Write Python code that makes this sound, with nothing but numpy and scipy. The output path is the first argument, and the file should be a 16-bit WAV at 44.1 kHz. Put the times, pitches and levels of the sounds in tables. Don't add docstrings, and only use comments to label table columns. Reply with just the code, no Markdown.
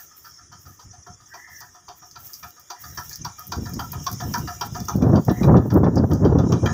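import sys
import numpy as np
from scipy import signal
from scipy.fft import rfft, irfft, next_fast_len
from scipy.io import wavfile
from scipy.ndimage import uniform_filter1d, minimum_filter1d, map_coordinates

SR = 44100
rng = np.random.default_rng(int(sys.argv[2]) if len(sys.argv) > 2 else 0)


def wav_record(signal):
    frames = np.transpose(np.atleast_2d(signal))
    bounded = np.clip(frames, -1, 1)
    quanta = np.round(bounded * 32767).astype(np.int16)
    wavfile.write(sys.argv[1], SR, quanta)


N = 296793


def amp(db):
    return 10 ** (np.asarray(db) / 20)


def unit(x):
    return x / np.sqrt(np.mean(x ** 2) + 1e-20)


def unit_start(x):
    return x / np.sqrt(np.mean(x[:SR // 40] ** 2))


def add(track, s, x):
    start = round(s * SR)
    x, start = x[max(-start, 0):], max(start, 0)
    track[start:start + len(x)] += x[:len(track[start:])]


def curves(rows):
    times, *columns = np.transpose(rows)
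    return [np.interp(np.arange(N) / SR, times, column) for column in columns]


def wobble(rate):
    return map_coordinates(rng.standard_normal(int(N * rate / SR) + 4), [np.arange(N) * rate / SR])


def swells(rows, rise_s, fall_s):
    t, power = np.arange(N) / SR, np.zeros(N)
    for s, length, db in rows:
        away = np.maximum(s - t, 0) / rise_s + np.maximum(t - s - length, 0) / fall_s
        near = away < 4
        power[near] += amp(db - 20 * away[near]) ** 2
    return np.sqrt(power)


def filtered(x, response):
    size = next_fast_len(len(x) + SR // 10)
    return irfft(rfft(x, size) * response(np.fft.rfftfreq(size, 1 / SR)), size)[:len(x)]


def coloured(x, spectrum):
    points_hz, db = np.transpose(spectrum)
    return unit(filtered(x, lambda hz: amp(np.interp(np.log(hz + 1), np.log(points_hz), db))))


def noise(spectrum):
    return coloured(rng.standard_normal(N), spectrum)


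def band(x, lo_hz, hi_hz, order):
    return signal.sosfilt(signal.butter(order, [lo_hz, hi_hz], 'band', fs=SR, output='sos'), x)


def ring(x, modes):
    return filtered(x, lambda f: sum(
        amp(db) * (1j * f * width / (hz * hz - f * f + 1j * f * width)) ** 2 for hz, width, db in modes))


def varied(modes, spread_db):
    modes = np.array(modes, float)
    modes[:, 2] += spread_db * rng.standard_normal(len(modes))
    return modes


def patchy(x, depth_db):
    grid = signal.stft(x, nperseg=512)[2]
    patches = uniform_filter1d(rng.standard_normal(grid.shape), size=3, axis=0)
    patches = uniform_filter1d(patches, size=11, axis=1)
    return signal.istft(grid * amp(depth_db * unit(patches)), nperseg=512)[1][:N]


def burst(t60, tail_db, tail_t60, hold_s=0):
    t = np.maximum(np.arange(SR // 3) / SR - hold_s, 0)
    return rng.standard_normal(len(t)) * np.hypot(amp(-60 * t / t60), amp(tail_db - 60 * t / tail_t60))


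# pitch in Hz, width in Hz,
# relative level in dB when firing, relative level in dB on the return.
EXHAUST_MODES = [(368, 125, -11.5, -12.5), (718, 44, 1, 9), (822, 27, -3, -2.5), (987, 150, 1.5, 2),
                 (1112, 180, 0, -7), (1244, 107, -1, 9), (1336, 68, 3, 3.5), (1540, 61, -5, -16.5),
                 (1737, 190, -6.5, 2.5)]

def exhaust_bark(puff, firing, bright_db):
    modes = varied(np.array(EXHAUST_MODES)[:, [0, 1, 2 if firing else 3]], spread_db=3.5)
    tilt_db = rng.normal(bright_db, 1.5)
    modes[:, 2] += tilt_db * np.interp(modes[:, 0], [1000, 1350], [-1, 1])
    return unit_start(band(ring(puff, modes), 260, 1740, order=3))


# pitch in Hz, width in Hz, relative level in dB.
IRON_MODES = [(2381, 194, -2), (2850, 230, -10), (3184, 220, -2.5), (3487, 300, -2.5), (3893, 210, -5.5),
              (4708, 370, 0.5), (4816, 280, 0.5), (5690, 466, 6.5), (6056, 580, 2.5), (6680, 1900, -22)]

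def iron_clank(t60, rise_s, shelter, lift_db):
    jolt = burst(t60, tail_db=-15.5 + 12 * shelter, tail_t60=0.17 + 0.027 * shelter,
                 hold_s=0.00074 + 0.013 * shelter)
    t = np.arange(len(jolt)) / SR
    jolt *= 1 - np.exp(-t / (rise_s * (1 + 3 * shelter)))
    echo_s = round(0.011 * SR) / SR
    jolt += amp(-7) * np.interp(t - echo_s, t, jolt, left=0)
    modes = varied(IRON_MODES, spread_db=4)
    modes[:, 2] += lift_db * np.interp(modes[:, 0], [2400, 3200, 4000, 4600], [0.86, 1, 0.67, 0.065])
    clank = unit_start(band(ring(jolt, modes), 2280, 7570, order=4))
    fizz = unit_start(band(jolt, 12400, 15800, order=3))
    return clank + amp(-12 - 0.5 * lift_db - 7 * shelter) * fizz


def iron_rattle():
    modes = [(hz, 0.51 * width, 0) for hz, width, _ in IRON_MODES if hz < 4300]
    return unit(patchy(ring(rng.standard_normal(N), modes), depth_db=5))


# time in seconds,
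# shelter from 0 (open) to 1 (hidden), lift of the low iron notes in dB, extra clank in dB.
WALL_SHELTER = [(0, 1, -7, 0), (2.3, 0.6, 2, -1.5), (3.0, 0.36, -4, 2.5), (4.1, 0.15, 2, -3.5),
                (4.9, 0.11, 0, 1), (5.4, 0.1, 9.5, 0), (5.9, 0.3, 3, -4.5), (6.7, 0.08, 8.5, 1.5)]

def strokes(times, level_db, bright_db, firing, bark_db, clank_db, puff_t60, clank_t60, tail_db, rise_s):
    out = np.zeros(N)
    wall_times, *wall_columns = np.transpose(WALL_SHELTER)
    for s in times:
        now = np.clip(round(s * SR), 0, N - 1)
        shelter, lift_db, extra_db = [np.interp(s, wall_times, column) for column in wall_columns]
        bark_gain, clank_gain = amp(rng.normal(level_db[now], 0.8, size=2))
        puff = burst(puff_t60, tail_db, tail_t60=0.26, hold_s=0.0016 + 0.021 * shelter)
        bark = amp(bark_db) * exhaust_bark(puff, firing, bright_db[now])
        clank = amp(clank_db + extra_db) * iron_clank(clank_t60, rise_s, shelter, lift_db)
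        add(out, s, bark_gain * bark + clank_gain * clank)
    return out


# time in seconds, relative level in dB of
# the firing stroke, the same for the return stroke, brightness of the bark in dB.
ENGINE_LEVELS = [(0, -38, -49.5, 6), (.5, -40.5, -47, 5.5), (.8, -43.5, -42.5, 0), (1.3, -35, -52, 0.5),
                 (1.62, -39.5, -43.5, -2), (1.9, -35.5, -48, -3.5), (2.2, -34.5, -40, 1.5),
                 (2.45, -32.5, -63.5, 1.5), (2.7, -28.5, -27.5, -2), (2.97, -27.5, -46, 2.5),
                 (3.5, -23, -33, 1.5), (3.8, -24.5, -37, -0.5), (4.06, -16.5, -28, -1),
                 (4.5, -19.5, -26, 2), (4.9, -20.5, -31, -2.5), (5.4, -21, -16, -1), (6, -27, -25, -1),
                 (6.73, -11.5, -13.5, -0.5)]
FIRING_AT_S, CYCLE_S = 0.243, 0.2729

def engine():
    firing_db, return_db, bright_db = curves(ENGINE_LEVELS)
    beats = np.arange(FIRING_AT_S - CYCLE_S, N / SR, CYCLE_S)
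    firings = strokes(beats, firing_db, bright_db, firing=True, bark_db=-7, clank_db=-10.5,
                      puff_t60=0.16, clank_t60=0.022, tail_db=-11.5, rise_s=0.0019)
    returns = strokes(beats + CYCLE_S / 2, return_db, bright_db, firing=False, bark_db=-5.5,
                      clank_db=-12.5, puff_t60=0.19, clank_t60=0.041, tail_db=-2.5, rise_s=0.0025)
    return firings + returns + amp(firing_db - 39) * iron_rattle()


# frequency in Hz, relative level in dB.
MURMUR_THROUGH_MIC = [(25, -35.5), (70, 12), (150, -8.5), (350, 6), (520, -19.5), (720, -22), (1300, 5),
                      (1550, -9), (1850, 3), (2150, -30.5), (3400, -5.5), (4200, -38), (8000, -30)]
GRASS_THROUGH_MIC = [(2000, -13), (4200, -42), (4800, -11), (5500, 4), (6100, 1.5), (6900, 0),
                     (7500, -15.5), (9000, -18), (10500, -16.5), (12000, -98), (16000, -34)]
LITTER_THROUGH_MIC = [(3000, -19.5), (6000, -21.5), (7500, -11.5), (9000, -18.5), (11000, -11), (13000, -5),
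                      (15200, 3), (16000, -14)]
# time in seconds, grass level in dB, litter level in dB.
GROUND_LEVELS = [(0, -55.5, -84), (1.85, -55, -75), (2.25, -55, -60), (2.68, -54, -59), (3.0, -49, -78),
                 (3.38, -52.5, -60), (3.6, -48, -48), (4.25, -44.5, -51), (4.9, -49, -51.5),
                 (5.35, -42.5, -43), (5.7, -49.5, -53), (6.35, -48, -55.5), (6.73, -37.5, -62)]
# start in seconds, length in seconds, level in dB.
LITTER_RUSTLES = [(0, 0.024, -42.5), (.17, 0.11, -49.5), (.62, 0.14, -55), (1.3, 0.11, -59),
                  (1.52, 0.12, -53), (1.96, .07, -57.5), (2.22, 0.22, -46), (2.82, 0.29, -45.5),
                  (4.24, 0.16, -42)]
GRASS_SWISHES = [(.32, 0.062, -49)]

def ground():
    grass_db, litter_db = curves(GROUND_LEVELS)
    grass = amp(grass_db + 1.5 * wobble(18)) * patchy(noise(GRASS_THROUGH_MIC), depth_db=3.6)
    murmur = patchy(noise(MURMUR_THROUGH_MIC), depth_db=3.5)
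    crackle = rng.standard_normal(N) * amp(2.2 * wobble(900) + 3.4 * wobble(45))
    shifting = amp(litter_db + 4.5 * np.tanh(wobble(12)))
    brushing = swells(LITTER_RUSTLES, rise_s=0.05, fall_s=0.096)
    litter = np.hypot(shifting, brushing) * coloured(crackle, LITTER_THROUGH_MIC)
    blades = unit(ring(rng.standard_normal(N), [(5440, 420, 0)]))
    swish = swells(GRASS_SWISHES, rise_s=0.14, fall_s=0.055) * blades
    return swish + grass + amp(0.2) * litter + amp(-65) * murmur


def eddies(spectrum, evenness, window):
    pressure = noise(spectrum)
    power = np.abs(uniform_filter1d(pressure ** 2, window)) + 1e-6
    return unit(pressure / power ** (evenness / 2))


# time in seconds, relative level in dB.
WIND_LEVELS = [(0, -63), (1.2, -58.5), (1.7, -62.5), (2.75, -67), (2.95, -47), (3.45, -53), (3.58, -32),
               (4.42, -41.5), (4.53, -42.5), (4.9, -32.5), (5.36, -26), (5.48, -7.5), (6.2, -13),
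               (6.73, -14)]
# start in seconds, length in seconds, relative level in dB.
WIND_GUSTS = [(.5, 0.053, -51), (.66, 0.054, -46), (.86, 0.042, -42), (1.1, 0.012, -40), (2.17, 0.095, -52),
              (2.44, 0.027, -45), (2.855, 0.041, -44), (2.98, 0.033, -47), (3.205, 0.068, -35.5),
              (3.575, 0.059, -26), (3.73, .03, -32.5), (3.95, 0.036, -32.5), (4.11, 0.01, -32.5),
              (4.24, 0.093, -28), (4.37, 0.093, -29), (4.79, 0.043, -28), (4.96, 0.064, -15),
              (5.03, 0.09, -6), (5.135, 0.051, -1), (5.286, 0.032, -7), (5.415, 0.052, -10.5),
              (5.485, 0.099, 6.5), (5.745, 0.14, -3), (5.965, 0.091, -7), (6.23, 0.2, -4.5),
              (6.505, 0.039, -7), (6.634, .03, -11)]
# frequency in Hz, relative level in dB.
SWAY_TONE = [(20, -30), (40, -15), (65, 0.5), (100, 6.5), (160, 0), (240, -13), (400, -49), (900, -65)]
BUFFET_TONE = [(20, -56), (35, -34), (55, -11), (80, -1.5), (115, 2), (170, -0.5), (250, -5), (350, -13),
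               (600, -36), (1200, -94)]
FLUTTER_TONE = [(100, -28), (200, -2), (300, 2), (450, -4), (650, -10.5), (1000, -16), (1400, -25.5),
                (1800, -35), (2300, -57.5), (3500, -56.5), (6000, -91)]
CALM_DB, GALE_DB = -42, 0.5

def wind():
    steady = amp(curves(WIND_LEVELS)[0] + 3.65 * wobble(26))
    gusts = swells(WIND_GUSTS, rise_s=0.026, fall_s=0.042)
    wind_db = 20 * np.log10(np.hypot(steady, gusts))
    speed = np.clip((wind_db - CALM_DB) / (GALE_DB - CALM_DB), 0, 1)
    fast_share = np.clip(1.7 * speed, 0, 1)
    sway = np.sqrt(1 - fast_share) * eddies(SWAY_TONE, evenness=0.75, window=1500)
    buffet = np.sqrt(fast_share) * eddies(BUFFET_TONE, evenness=0.7, window=1500)
    lumps = wobble(70)
    rumble = amp(wind_db - 1.5 + 2.05 * lumps) * (sway + buffet)
    flutter_db = wind_db - 19.5 + 13 * speed ** 1.6
    flutter = amp(flutter_db + 3.9 * lumps) * eddies(FLUTTER_TONE, evenness=0.63, window=1000)
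    return rumble + flutter


# middle of the chirp in seconds, pitch there in Hz,
# pitch slide in Hz per second, peak level in dB.
BIRD_CHIRPS = [(0.916, 5800, -8000, -40), (1.032, 5800, -30000, -44.5), (1.139, 6300, 25000, -45),
               (1.267, 6050, -20000, -45.5), (1.567, 6050, 4981, -40), (3.129, 4450, 8000, -43),
               (3.145, 6100, -50000, -40), (3.221, 6100, 35000, -33), (5.983, 4980, 6007, -26)]

def birds(length_s=0.017):
    out, t = np.zeros(N), np.arange(-SR // 20, SR // 20) / SR
    for s, hz, slide, db in BIRD_CHIRPS:
        waver_hz = 250 * unit(uniform_filter1d(rng.standard_normal(len(t)), size=50))
        phase = 2 * np.pi * np.cumsum(hz + slide * t + waver_hz) / SR
        fade = np.exp(-(2 * t / length_s) ** 2)
        add(out, s + t[0], amp(db) * fade * np.sin(phase))
    return out


# start in seconds, length in seconds, top pitch in Hz, level in dB.
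HOARSE_CALLS = [(1.32, 0.32, 1910, -48), (2.7, 0.29, 1870, -58.5), (5.33, .12, 1966, -41.5)]

def far_calls(arch_hz=192.6):
    out, t = np.zeros(N), np.arange(N) / SR
    rasp = (wobble(450) + 1j * wobble(450)) * amp(2.5 * wobble(60))
    for s, length, top_hz, db in HOARSE_CALLS:
        from_middle = np.clip(2 * (t - s) / length - 1, -1, 1)
        hz = top_hz - arch_hz * from_middle ** 2
        voice = unit(np.real(rasp * np.exp(2j * np.pi * np.cumsum(hz) / SR)))
        out += swells([(s, length, db)], rise_s=0.034, fall_s=0.082) * voice
    return out


# start in seconds, relative levels in dB of the tick and the crunch.
HOOF_STEPS = [(1.6053, -26, -30), (2.1122, -41, -28.5), (2.2682, -23.5, -33), (2.3332, -21, -25),
              (2.3399, -32, -22), (3.0947, -25, -24.5), (3.1576, -22.5, -20), (3.13, -25, -23),
              (3.3942, -21, -35), (3.4695, -18, -43), (3.7356, -21, -25.5), (3.919, -16, -25),
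              (4.115, -17, -27), (4.128, -15.5, -25), (4.3823, -17, -22), (4.803, -23, -21.5),
              (4.8539, -22, -30), (4.962, -16, -27.5), (5.2505, -15, -24), (5.3144, -16, -37),
              (5.7408, -15, -27), (5.7668, -16, -37), (5.9568, -22, -19), (6.1335, -15.5, -20.5)]

def hooves(stones=10):
    out = np.zeros(N)
    stone_times = rng.uniform(2.2, 6.3, size=stones)
    stone_db = rng.normal([-28, -37], 3, size=(stones, 2))
    for s, tick_db, crunch_db in np.vstack([HOOF_STEPS, np.column_stack([stone_times, stone_db])]):
        grains = np.repeat(amp(5 * rng.standard_normal(SR // 150)), 50)
        tick = band(burst(0.0053, tail_db=-16.5, tail_t60=0.08) * grains, 12800, 16900, order=2)
        crunch = band(burst(0.0072, tail_db=-11.5, tail_t60=0.15), 4760, 6620, order=3)
        add(out, s, amp(tick_db - 3) * tick / np.abs(tick).max())
        add(out, s, amp(crunch_db - 3) * crunch / np.abs(crunch).max())
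    return out


# start in seconds, relative level in dB.
AIR_SLAPS = [(5.078, -2.5), (5.145, -9), (5.179, 3.5), (5.283, 8), (5.495, 14), (5.543, 16), (5.832, 10.5),
             (5.862, 8.5), (5.97, 6.5), (6.224, -6.5), (6.354, 8)]

def air_slaps():
    out = np.zeros(N)
    for s, db in AIR_SLAPS:
        push = burst(0.08, tail_db=-9, tail_t60=0.16)
        thud = band(ring(push, [(121, 210, 5), (342, 780, -5.5)]), 47, 1150, order=3)
        add(out, s, amp(db - 7) * thud / np.abs(thud).max())
    return out


def scene():
    return (engine() + wind() + air_slaps() + ground() + hooves() + far_calls() + birds())[None]


DUCK_ABOVE_DB, DUCK_DB_PER_DB, DUCK_REACTION_S = -29, 0.41, 0.024

def record(dry, ceiling=0.8, top_hz=15650):
    memory = np.exp(-1 / (DUCK_REACTION_S * SR))
    rumble = band(dry[0], 30, 610, order=2)
    rumble_db = 10 * np.log10(signal.lfilter([1 - memory], [1, -memory], rumble ** 2) + 1e-12)
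    ducked = dry[0] * amp(-DUCK_DB_PER_DB * np.maximum(rumble_db - DUCK_ABOVE_DB, 0))
    safe_gain = np.minimum(1, ceiling / (np.abs(ducked) + 1e-9))
    limited = ducked * uniform_filter1d(minimum_filter1d(safe_gain, size=700), size=400)
    return filtered(limited, lambda hz: 1 / (1 + (hz / top_hz) ** 200))[None]


dry = scene()
out = record(dry)
wav_record(out)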